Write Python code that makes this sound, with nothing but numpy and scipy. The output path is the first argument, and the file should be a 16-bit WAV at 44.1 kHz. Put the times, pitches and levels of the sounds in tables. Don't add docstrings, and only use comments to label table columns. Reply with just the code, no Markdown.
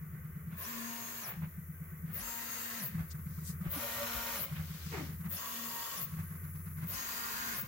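import sys
import numpy as np
from scipy import signal
from scipy.fft import rfft, irfft, next_fast_len
from scipy.io import wavfile
from scipy.ndimage import uniform_filter1d, map_coordinates

SR = 44100
rng = np.random.default_rng(int(sys.argv[2]) if len(sys.argv) > 2 else 0)


def materialize(psi):
    bounded = np.clip(np.atleast_2d(psi).T, -1, 1)
    quanta = np.round(bounded * 32767).astype(np.int16)
    wavfile.write(sys.argv[1], SR, quanta)


N = 338555


def amp(db):
    return 10 ** (np.asarray(db) / 20)


def unit(x):
    return x / np.sqrt(np.mean(x ** 2) + 1e-20)


def clock():
    return np.arange(N) / SR


def along(points, hz):
    f, v = np.transpose(points)
    return np.interp(np.log(hz + 1), np.log(f + 1), v)


def curves(rows):
    s, *columns = np.transpose(rows)
    return [np.interp(clock(), s, column) for column in columns]


def wobble(rate, size=N):
    knots = rng.standard_normal(int(size * rate / SR) + 4)
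    return map_coordinates(knots, [np.arange(size) * rate / SR])


def filtered(x, response):
    m = next_fast_len(x.shape[-1] + 8192)
    return irfft(rfft(x, m) * response(np.fft.rfftfreq(m, 1 / SR)), m)[..., :x.shape[-1]]


def noise(spectrum, size=N):
    white = rng.standard_normal((2, size))
    return unit(filtered(white, lambda hz: amp(along(spectrum, hz))))


def swell(x, centre, half):
    return np.exp(-.5 * ((x - centre) / half) ** 2)


def turning(hz):
    return 2 * np.pi * np.cumsum(hz) / SR


def tone(phase):
    return np.sqrt(2) * np.sin(phase + rng.uniform(0, 2 * np.pi, (2, 1)))


def reverb(x, seconds, t60, wet_db):
    t = np.arange(int(seconds * SR)) / SR
    tail = rng.standard_normal((2, len(t))) * amp(-60 * t / t60)
    wet = signal.fftconvolve(x, tail / np.linalg.norm(tail[0]), axes=1)[:, :x.shape[1]]
    return x + amp(wet_db) * wet


def enclosure(x, t60, wet_db):
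    return unit(reverb(x, .2, t60, wet_db))


def room(x, t60, wet_db):
    return reverb(x, .5, t60, wet_db)


# (lift-off time [s], pace [s], extra wait after the first tap [s],
# tap level [dB], rebound level [dB], lift start level [dB], lift stop level [dB],
# frame pitch [Hz], jolt half length [s])
PROBES = [(0.482, .113, 0, -36.5, -42.5, -36, -36.5, 153, .0095),
          (2.049, .115, 0, -36.3, -46, -33.5, -38, 154, .0098),
          (3.619, .116, 0, -33.2, -38.5, -32, -31, 156, .0072),
          (5.212, .114, .043, -35.5, -39.5, -36, -32, 156, .008),
          (6.786, .113, .018, -37.8, -42, -35.8, -34.3, 152, .0115)]
TAP_COUNT = 4


def tap_times(probe):
    lift, pace, wait = probe[:3]
    return [lift - k * pace - wait * (k == TAP_COUNT) for k in range(TAP_COUNT, 0, -1)]


# (creep level [dB], creep pitch [Hz], creep half length [s],
# holding current hiss level [dB], screw rasp level relative to the strokes [dB])
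PLACES = [(-45, 82, 0.019, -56.5, -31.5), (-46, 84.5, 0.03, -54.5, -44), (-42, 82.5, 0.03, -52.5, -26),
          (-42.5, 83, 0.032, -51.5, -23.5), (-43, 88, 0.04, -51.5, -21.5)]


def resting():
    rows = []
    for probe, place in zip(PROBES, PLACES):
        for s in (tap_times(probe)[0] - .25, probe[0] + .1):
            rows.append((s, *place[-2:]))
    return curves(rows)


# (frequency [Hz], relative level per Hz [dB])
ROOM = [(18, -27), (50, 15), (170, 11.5), (280, 6.5), (480, 3.5), (640, -3.5), (870, -6.5), (1100, 2),
        (2100, 1.5), (3100, -17.5), (5000, -30), (9000, -26)]
# (frequency [Hz], relative level per Hz [dB])
WHISTLE = [(10300, -38), (11100, 3), (11300, 3), (11550, -3), (12300, -28)]
WHISTLE_S, WHISTLE_HALF_S, WHISTLE_DB = 6.48, 0.43, -62.5
# (frequency [Hz], relative level per Hz [dB])
CHOPPER = [(3000, -42.5), (6400, -16), (9200, -17), (10300, -8.5), (11800, -3.5), (13200, -4), (15200, 1),
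           (16000, 0.5)]


def idle():
    air = enclosure(noise(ROOM), t60=0.15, wet_db=-4.5)
    murmur = amp(1.8 * wobble(12)) * air
    whistle = amp(WHISTLE_DB) * swell(clock(), WHISTLE_S, WHISTLE_HALF_S) * noise(WHISTLE)
    return amp(-61.0) * murmur + amp(resting()[0]) * noise(CHOPPER) + whistle


# (time [s], level before a 5 dB cut [dB], pitch [Hz], half length [s])
BOOMS = [(2.24, -50, 50.1, 0.048), (3.663, -43, 332, 0.0042), (3.684, -38, 50, 0.011),
         (3.776, -37.5, 280, 0.0087), (3.85, -41.5, 576, 0.019), (4.02, -35, 573, .016),
         (4.178, -40, 55.4, 0.017), (6.963, -49, 54, 0.036)]


def booms():
    t = clock()
    return sum(amp(db - 5.0) * swell(t, s, half) * tone(2 * np.pi * hz * t) for s, db, hz, half in BOOMS)


RUB_START_S, RUB_DB = 4.912, -45
RUB_ATTACK_S, RUB_HOLD_S, RUB_DECAY_DB_PER_S = 0.027, 0.052, 140
RUB_HZ, RUB_SAG_OCTAVES_PER_S = 500, 7.5
RUB_TONE_DB, RUB_TONE_S = -3.5, 0.12
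# (frequency [Hz], relative level per Hz [dB])
RUB_GRIT = [(150, -7), (300, 9.5), (550, -3), (900, 3.5), (1300, 2), (2200, 1.5), (3000, -9), (4200, -22),
            (9000, -35)]


def rub():
    t = np.clip(clock() - RUB_START_S, 0, 1)

    def held(hold):
        return np.minimum(t / RUB_ATTACK_S, 1) * amp(-RUB_DECAY_DB_PER_S * np.maximum(t - hold, 0))

    phase = turning(RUB_HZ * 2 ** (-RUB_SAG_OCTAVES_PER_S * t)) + 0.77 * wobble(220)
    grit = noise(RUB_GRIT) * amp(1.0 * wobble(400)) * (1 + .5 * np.cos(phase))
    groan = amp(RUB_TONE_DB + 2.5 * wobble(120)) * (tone(phase) + 0.28 * tone(2 * phase))
    return amp(RUB_DB) * (held(RUB_HOLD_S) * grit + held(RUB_TONE_S) * groan)


# (start time [s], stop time [s],
# starting jolt level [dB], stopping jolt level [dB], frame pitch [Hz])
DIVES = [(1.396, 1.44, -35.5, -31.5, 158), (2.958, 3.005, -31, -30.5, 163),
         (4.531, 4.603, -31.5, -31.5, 155), (6.14, 6.201, -34, -33.5, 158)]
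DIVE_JOLT_S, DIVE_RUN_DB = 0.01, -6.5
SETTLE_S, SETTLE_DB = 0.041, -8
REBOUND_S, REBOUND_HALF_S = 0.043, 0.014
LIFT_S, LIFT_PITCH, LIFT_LENGTH = .05, 1.055, 1.23


def jolts():
    rows = []
    for start, stop, start_db, stop_db, hz in DIVES:
        length = stop - start
        rows += [(start, start_db, hz, DIVE_JOLT_S), (stop, stop_db, hz, DIVE_JOLT_S),
                 (start + 0.55 * length, stop_db + DIVE_RUN_DB, hz, 0.12 * length),
                 (stop + SETTLE_S, stop_db + SETTLE_DB, hz, REBOUND_HALF_S)]
    for probe in PROBES:
        lift, _, _, tap_db, rebound_db, start_db, stop_db, hz, half = probe
        for s in tap_times(probe):
            rows += [(s, tap_db, hz, half), (s + REBOUND_S, rebound_db, hz, REBOUND_HALF_S)]
        for s, db in [(lift, start_db), (lift + LIFT_S, stop_db)]:
            rows.append((s, db, hz * LIFT_PITCH, half * LIFT_LENGTH))
    return sorted(rows)


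# (time [s], level [dB], half length [s], low edge [Hz], high edge [Hz])
SCUFFS = [(1.291, -51.5, 0.051, 500, 2330), (1.444, -62, 0.023, 500, 2280),
          (3.116, -54, 0.0094, 4600, 7470), (3.379, -67.5, 0.075, 4430, 7600),
          (3.484, -48, 0.027, 4830, 16100), (4.57, -53, 0.014, 900, 3220), (4.72, -58.5, .13, 696, 7000),
          (4.947, -55, 0.11, 2200, 7000)]
NUT_DB, NUT_HALF_S, NUT_LOW_HZ, NUT_HIGH_HZ = -24.5, .018, 534, 2140


def nut_scuffs():
    stops = [(stop, db) for _, stop, _, db, _ in DIVES]
    stops += [(lift + LIFT_S, db) for lift, *_, db, _, _ in PROBES]
    return [(s, db + NUT_DB, NUT_HALF_S, NUT_LOW_HZ, NUT_HIGH_HZ) for s, db in stops]


def scuffs():
    out = np.zeros((2, N))
    for s, db, half, low_hz, high_hz in SCUFFS + nut_scuffs():
        near = np.abs(clock() - s) < 4 * half
        t = clock()[near]
        grains = rng.standard_normal((2, len(t))) * amp(1.15 * wobble(400, size=len(t)))
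        band = lambda hz: 1 / np.sqrt((1 + (low_hz / (hz + 1)) ** 6) * (1 + (hz / high_hz) ** 8))
        out[:, near] += amp(db) * swell(t, s, half) * unit(filtered(grains, band))
    return out


CREEP_LEAD_S = 0.035
DIVE_CREEP_DB = 4.5


def creeps():
    rows = []
    for probe, (db, hz, half, _, _) in zip(PROBES, PLACES):
        rows += [(s - CREEP_LEAD_S, db, hz, half) for s in tap_times(probe) + [probe[0]]]
        rows.append((probe[0] + .11, db - 2.5, hz + 3, .05))
    for (start, stop, *_), (db, hz, *_) in zip(DIVES, PLACES[1:]):
        rows += [(start - .014, db - 1, hz, .014), (stop, db + DIVE_CREEP_DB, hz, .016)]
    return sorted(rows)


def drone(rows):
    t = clock()
    coarse = t[::32]
    strength = sum(amp(db) * swell(coarse, s, half) for s, db, hz, half in rows)
    return np.interp(t, coarse, strength), turning(curves(rows)[1])


# (frequency [Hz], relative level per Hz [dB])
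SHUDDER = [(25, -26), (50, -2), (85, -12), (115, 0), (140, -4), (175, 5), (220, -8), (270, -18), (600, -47),
           (1500, -92)]


def lead_screws():
    stroke, stroke_phase = drone(jolts())
    creep, creep_phase = drone(creeps())
    hum = stroke * (np.sin(stroke_phase + 0.45 * wobble(90)) + amp(-40.5) * np.sin(2 * stroke_phase))
    hum += creep * np.sin(creep_phase + 0.5 * wobble(40))
    shaking = amp(-12) * np.abs(uniform_filter1d(stroke, size=5000))
    shudder = shaking * noise(SHUDDER)
    threads = noise([(150, 2.0), (350, 1), (750, -12), (1100, 4.5), (2100, -1), (3200, -16), (8000, -14)])
    rasp = amp(resting()[1]) * (stroke + shaking / 2) * threads
    quarter_turn = np.imag(signal.hilbert(hum))
    return np.array([hum, quarter_turn]) + shudder + rasp


def whine(phase, speed, orders, waver_db, waver_rad):
    n = len(phase)

    def partial(k, db):
        level = amp(db + waver_db * wobble(9.0, size=n))
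        return level * tone(k * phase + waver_rad * wobble(41.5, size=n))

    return sum(partial(k, db) * speed ** np.sqrt(k) for k, db in orders)


FRAME_HZ, FRAME_WIDTH_HZ = 160.4, 32.2
SLOW_PARTIALS_DB = 1.5


def frame_sweep(phase, speed):
    n = len(phase)

    def crossing(k):
        ring = swell(k * STEP_HZ * speed, FRAME_HZ, FRAME_WIDTH_HZ)
        return ring * tone(k * phase + 0.99 * wobble(100, size=n))

    slow = crossing(2) + crossing(4)
    return amp(2.8 * wobble(60.05, size=n)) * (crossing(1) + amp(SLOW_PARTIALS_DB) * slow)


def rattle(phase, spectrum, band, grain_db, throb):
    n = len(phase)
    pushes = 1 + throb * np.cos(2 * phase)
    clicks = rng.standard_normal((2, n)) * amp(grain_db * wobble(700, size=n)) * pushes
    body = filtered(enclosure(clicks, t60=0.076, wet_db=1.5), lambda hz: amp(along(spectrum, hz)))
    return body / np.std(filtered(body[0], lambda hz: (hz > band[0]) & (hz < band[1])))


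# (time [s], half length [s], centre [Hz], width [Hz], gain at the centre [dB])
RINGS = [(0.703, 0.18, 1110, 129, 6), (1.266, 0.092, 1120, 130, 6.5), (2.501, 0.42, 450, 298.7, -2.5),
         (2.707, 0.1, 1800, 301.7, 2.5), (4.092, 0.087, 1400, 120, 7.5), (4.38, .03, 784, 119, -1),
         (5.443, 0.028, 1100, 150, 13), (5.877, 0.3, 1110, 85, 10.5), (7.253, 0.55, 1150, 139.5, 6),
         (7.25, 0.31, 4710, 140, 9.5), (7.44, 0.082, 1570, 250, 9.5)]


def frame_rings(x, t):
    out = x
    for s, half, centre, width, db in RINGS:
        if t[0] < s < t[-1]:
            peak = lambda f: 1j * f * width / (centre ** 2 - f ** 2 + 1j * f * width)
            out = out + (amp(db) - 1) * swell(t, s, half) * filtered(x, peak)
    return out


def chopper_beat(phase, chop_hz, width_hz):
    n = len(phase)
    jitter = unit(filtered(rng.standard_normal((2, n)), lambda hz: 1 / (1 + (hz / width_hz) ** 2)))
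    beat = jitter * np.cos(turning(np.full(n, chop_hz)) - 64 * phase)
    radiation = [(6000, -54), (8800, -20.0), (10200, -7.5), (12000, 1.0), (13200, -3.5), (15000, 9)]
    return filtered(beat, lambda hz: amp(along(radiation, hz)))


HUM_PEAK_S, STEP_PEAK_S = 0.11, 0.1
HISS_RISE_DB_PER_S = 1


def cruise(move, belt, t):
    start, end, _, rattle_db, balls_db, rise, hiss_db, whine_db, *_ = move
    hum_db, hum_s, hum_lift_db, step_db, step_s, step_lift_db = belt
    late = t - (start + end) / 2
    return (rattle_db + rise * late, balls_db + rise * late,
            hiss_db + HISS_RISE_DB_PER_S * late,
            hum_db + hum_lift_db * swell(t, hum_s, HUM_PEAK_S),
            step_db + step_lift_db * swell(t, step_s, STEP_PEAK_S),
            whine_db + 3.4 * wobble(12.7, size=len(t)))


STEP_HZ = 233.18
CASE_DB = -56
PLATE_HZ, PLATE_WIDTH_HZ, PLATE_DB = 604, 120, -61
# (multiple of the coil cycle, level before the move's trim [dB])
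HEAD_ORDERS = [(2, -71.0), (3, -67.9), (6, -66.6), (7, -68.0), (8, -62.2), (12, -69.4), (20, -71.0),
               (27, -69.9), (29, -72.0), (30, -71.9), (31, -61.6), (32, -65.2), (33, -69.9), (35, -68.6),
               (37, -68.9), (48, -69.1), (49, -67.1), (50, -65.8), (51, -67.7), (52, -66.5), (54, -62.3),
               (55, -65.6), (57, -68.3), (59, -65.7), (61, -62.2), (63, -57.9), (64, -63.2), (65, -65.9),
               (66, -60.6), (67, -63.3)]
BED_ORDERS = [(2, -61.8), (3, -61.8), (5, -63.0), (6, -59.4), (7, -69.9), (8, -56.8), (14, -70.3),
              (16, -69.1), (22, -71.1), (24, -63.4), (26, -72.3), (29, -64.9), (30, -66.9), (31, -69.4),
              (32, -68.9), (33, -67.8), (35, -70.3), (36, -67.7), (47, -66.1), (48, -68.2), (49, -62.3),
              (50, -54.3), (51, -57.4), (52, -62.0), (53, -61.0), (54, -63.0), (62, -63.2), (64, -67.8),
              (65, -57.8), (66, -62.4)]
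# (frequency [Hz], relative level per Hz [dB])
HEAD_RATTLE = [(18, -35), (40, -5), (70, 4.5), (150, 4), (330, -10.5), (620, -1.5), (860, -15.5), (1000, 7),
               (1300, -1), (1850, 2.5), (2400, -3), (3200, -9.5), (5000, -14.5)]
BED_RATTLE = [(18, -30), (45, 2), (75, 11), (150, 0), (400, -2.5), (590, 11), (850, -6), (1100, 4.5),
              (1800, 0.5), (2400, -0.5), (3200, -4.5), (5000, -15)]
# (frequency [Hz], relative level per Hz [dB])
BALLS = [(1800, -5), (3000, 0), (3600, -2.5), (4700, -1), (5400, -2.5), (6800, -0.5), (9000, -15),
         (12000, -45)]


def travel(move, belt, ramp=.18, onset=0.5):
    start, end, axis, *_, partials_db, sweep_db = move
    a, b = int(start * SR), min(int(end * SR), N)
    t = clock()[a:b]
    n = len(t)
    speed = np.clip(np.minimum(t - start, end - t) / ramp, 0, 1)
    phase = turning(STEP_HZ * speed)
    running = 1 / (1 + np.exp((onset - speed) / 0.075))
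    rattle_db, balls_db, hiss_db, hum_db, step_db, whine_db = cruise(move, belt, t)
    orders, spectrum = (BED_ORDERS, BED_RATTLE) if axis > .5 else (HEAD_ORDERS, HEAD_RATTLE)
    throb = .1

    main = [(1, hum_db), (4, step_db), (28, whine_db)]
    tones = amp(1.5) * whine(phase, speed, main, waver_db=1.5, waver_rad=0.15)
    tones += amp(partials_db) * whine(phase, speed, orders, waver_db=3, waver_rad=.2)
    tones += amp(CASE_DB) * swell(speed, .87, .06) * tone(28 * phase + 1.1 * wobble(700, size=n))
    tones += amp(sweep_db) * frame_sweep(phase, speed)
    plate = swell(4 * STEP_HZ * speed, PLATE_HZ, PLATE_WIDTH_HZ)
    tones += amp(PLATE_DB) * plate * tone(4 * phase + 1.2 * wobble(300, size=n))

    low_rattle = rattle(phase, spectrum, (900, 3000), grain_db=3.5, throb=throb)
    bright_rattle = rattle(phase, BALLS, (3000, 6300), grain_db=3.0, throb=throb)
    bearings = amp(rattle_db - 3) * (0.39 + 0.62 * running) * speed ** 0.32 * low_rattle
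    bearings += amp(balls_db - 3) * running * speed * bright_rattle

    flutter = 1 + throb * (np.cos(phase) + np.cos(2 * phase)) / 2
    hiss = amp(hiss_db + 3.5 + 1.2 * wobble(30.2, size=n)) * running * flutter * noise(CHOPPER, size=n)
    hiss += amp(hiss_db + 8) * running * chopper_beat(phase, chop_hz=22320, width_hz=1440)

    placed = lambda x: np.pad(x, ((0, 0), (a, N - b)))
    return placed(tones + hiss) + room(placed(frame_rings(bearings, t)), t60=1.0, wet_db=-8.5)


# (start time [s], end time [s], axis [0 = head, 1 = bed],
# rattle level [dB], bright rattle level [dB], rise of both [dB/s], chopper hiss level [dB],
# whine level [dB], trim of the other partials [dB], frame ringing level on the ramps [dB])
MOVES = [(0.498, 1.404, 0, -52.5, -57, -5, -51, -63, -1.7, -51),
         (2.055, 2.967, 0, -50, -54.5, 2.5, -48, -59, -0.39, -49),
         (3.625, 4.537, 1, -46.5, -50, 3, -46, -59.5, -1, -53),
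         (5.221, 6.135, 0, -53, -52, 3, -47, -63, -1.3, -48),
         (6.796, 7.705, 0, -50, -51.5, 3, -47.5, -63.5, -0.11, -49.5)]
# (hum level [dB], its peak time [s], its lift [dB],
# full-step tone level [dB], its peak time [s], its lift [dB])
BELT_PEAKS = [(-59, .84, 10, -69.5, 0.97, 8.5), (-62, 2.8, 6.5, -70, 2.33, 14),
              (-56.5, 3.48, 1, -60, 4.27, 8), (-67.5, 5.6, 14, -68, 5.81, 13),
              (-61.5, 7.56, 9.5, -66.5, 7.28, 10.5)]


def belt_moves():
    return sum(travel(move, belt) for move, belt in zip(MOVES, BELT_PEAKS))


# (frequency [Hz], side level relative to mid [dB])
WIDTH = [(30, 5.5), (80, -15.5), (160, -20), (300, -6.5), (600, -8), (1300, -1), (3000, 0.5), (15000, -0.5)]
# (frequency [Hz], left level relative to right [dB])
LEAN = [(60, 0), (92, 1.5), (140, 0.5), (210, 3.0), (330, 4), (500, 1.5), (770, 0), (1170, -1.5),
        (1790, -6), (2740, 1), (4190, 12), (6410, 5.5), (9810, -0.5), (15000, 5.5)]


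def scene():
    both = idle() + booms() + rub() + scuffs() + lead_screws() + belt_moves()
    mid, side = both[0], filtered(both[1], lambda hz: amp(along(WIDTH, hz)))

    def balance(hz):
        gains = amp([along(LEAN, hz) / 2, -along(LEAN, hz) / 2])
        return gains / np.sqrt(np.mean(gains ** 2, axis=0))

    return filtered(np.array([mid + side, mid - side]), balance)


TOP_HZ = 15850


def record(dry):
    return filtered(dry, lambda hz: hz < TOP_HZ)


dry = scene()
out = record(dry)
materialize(out)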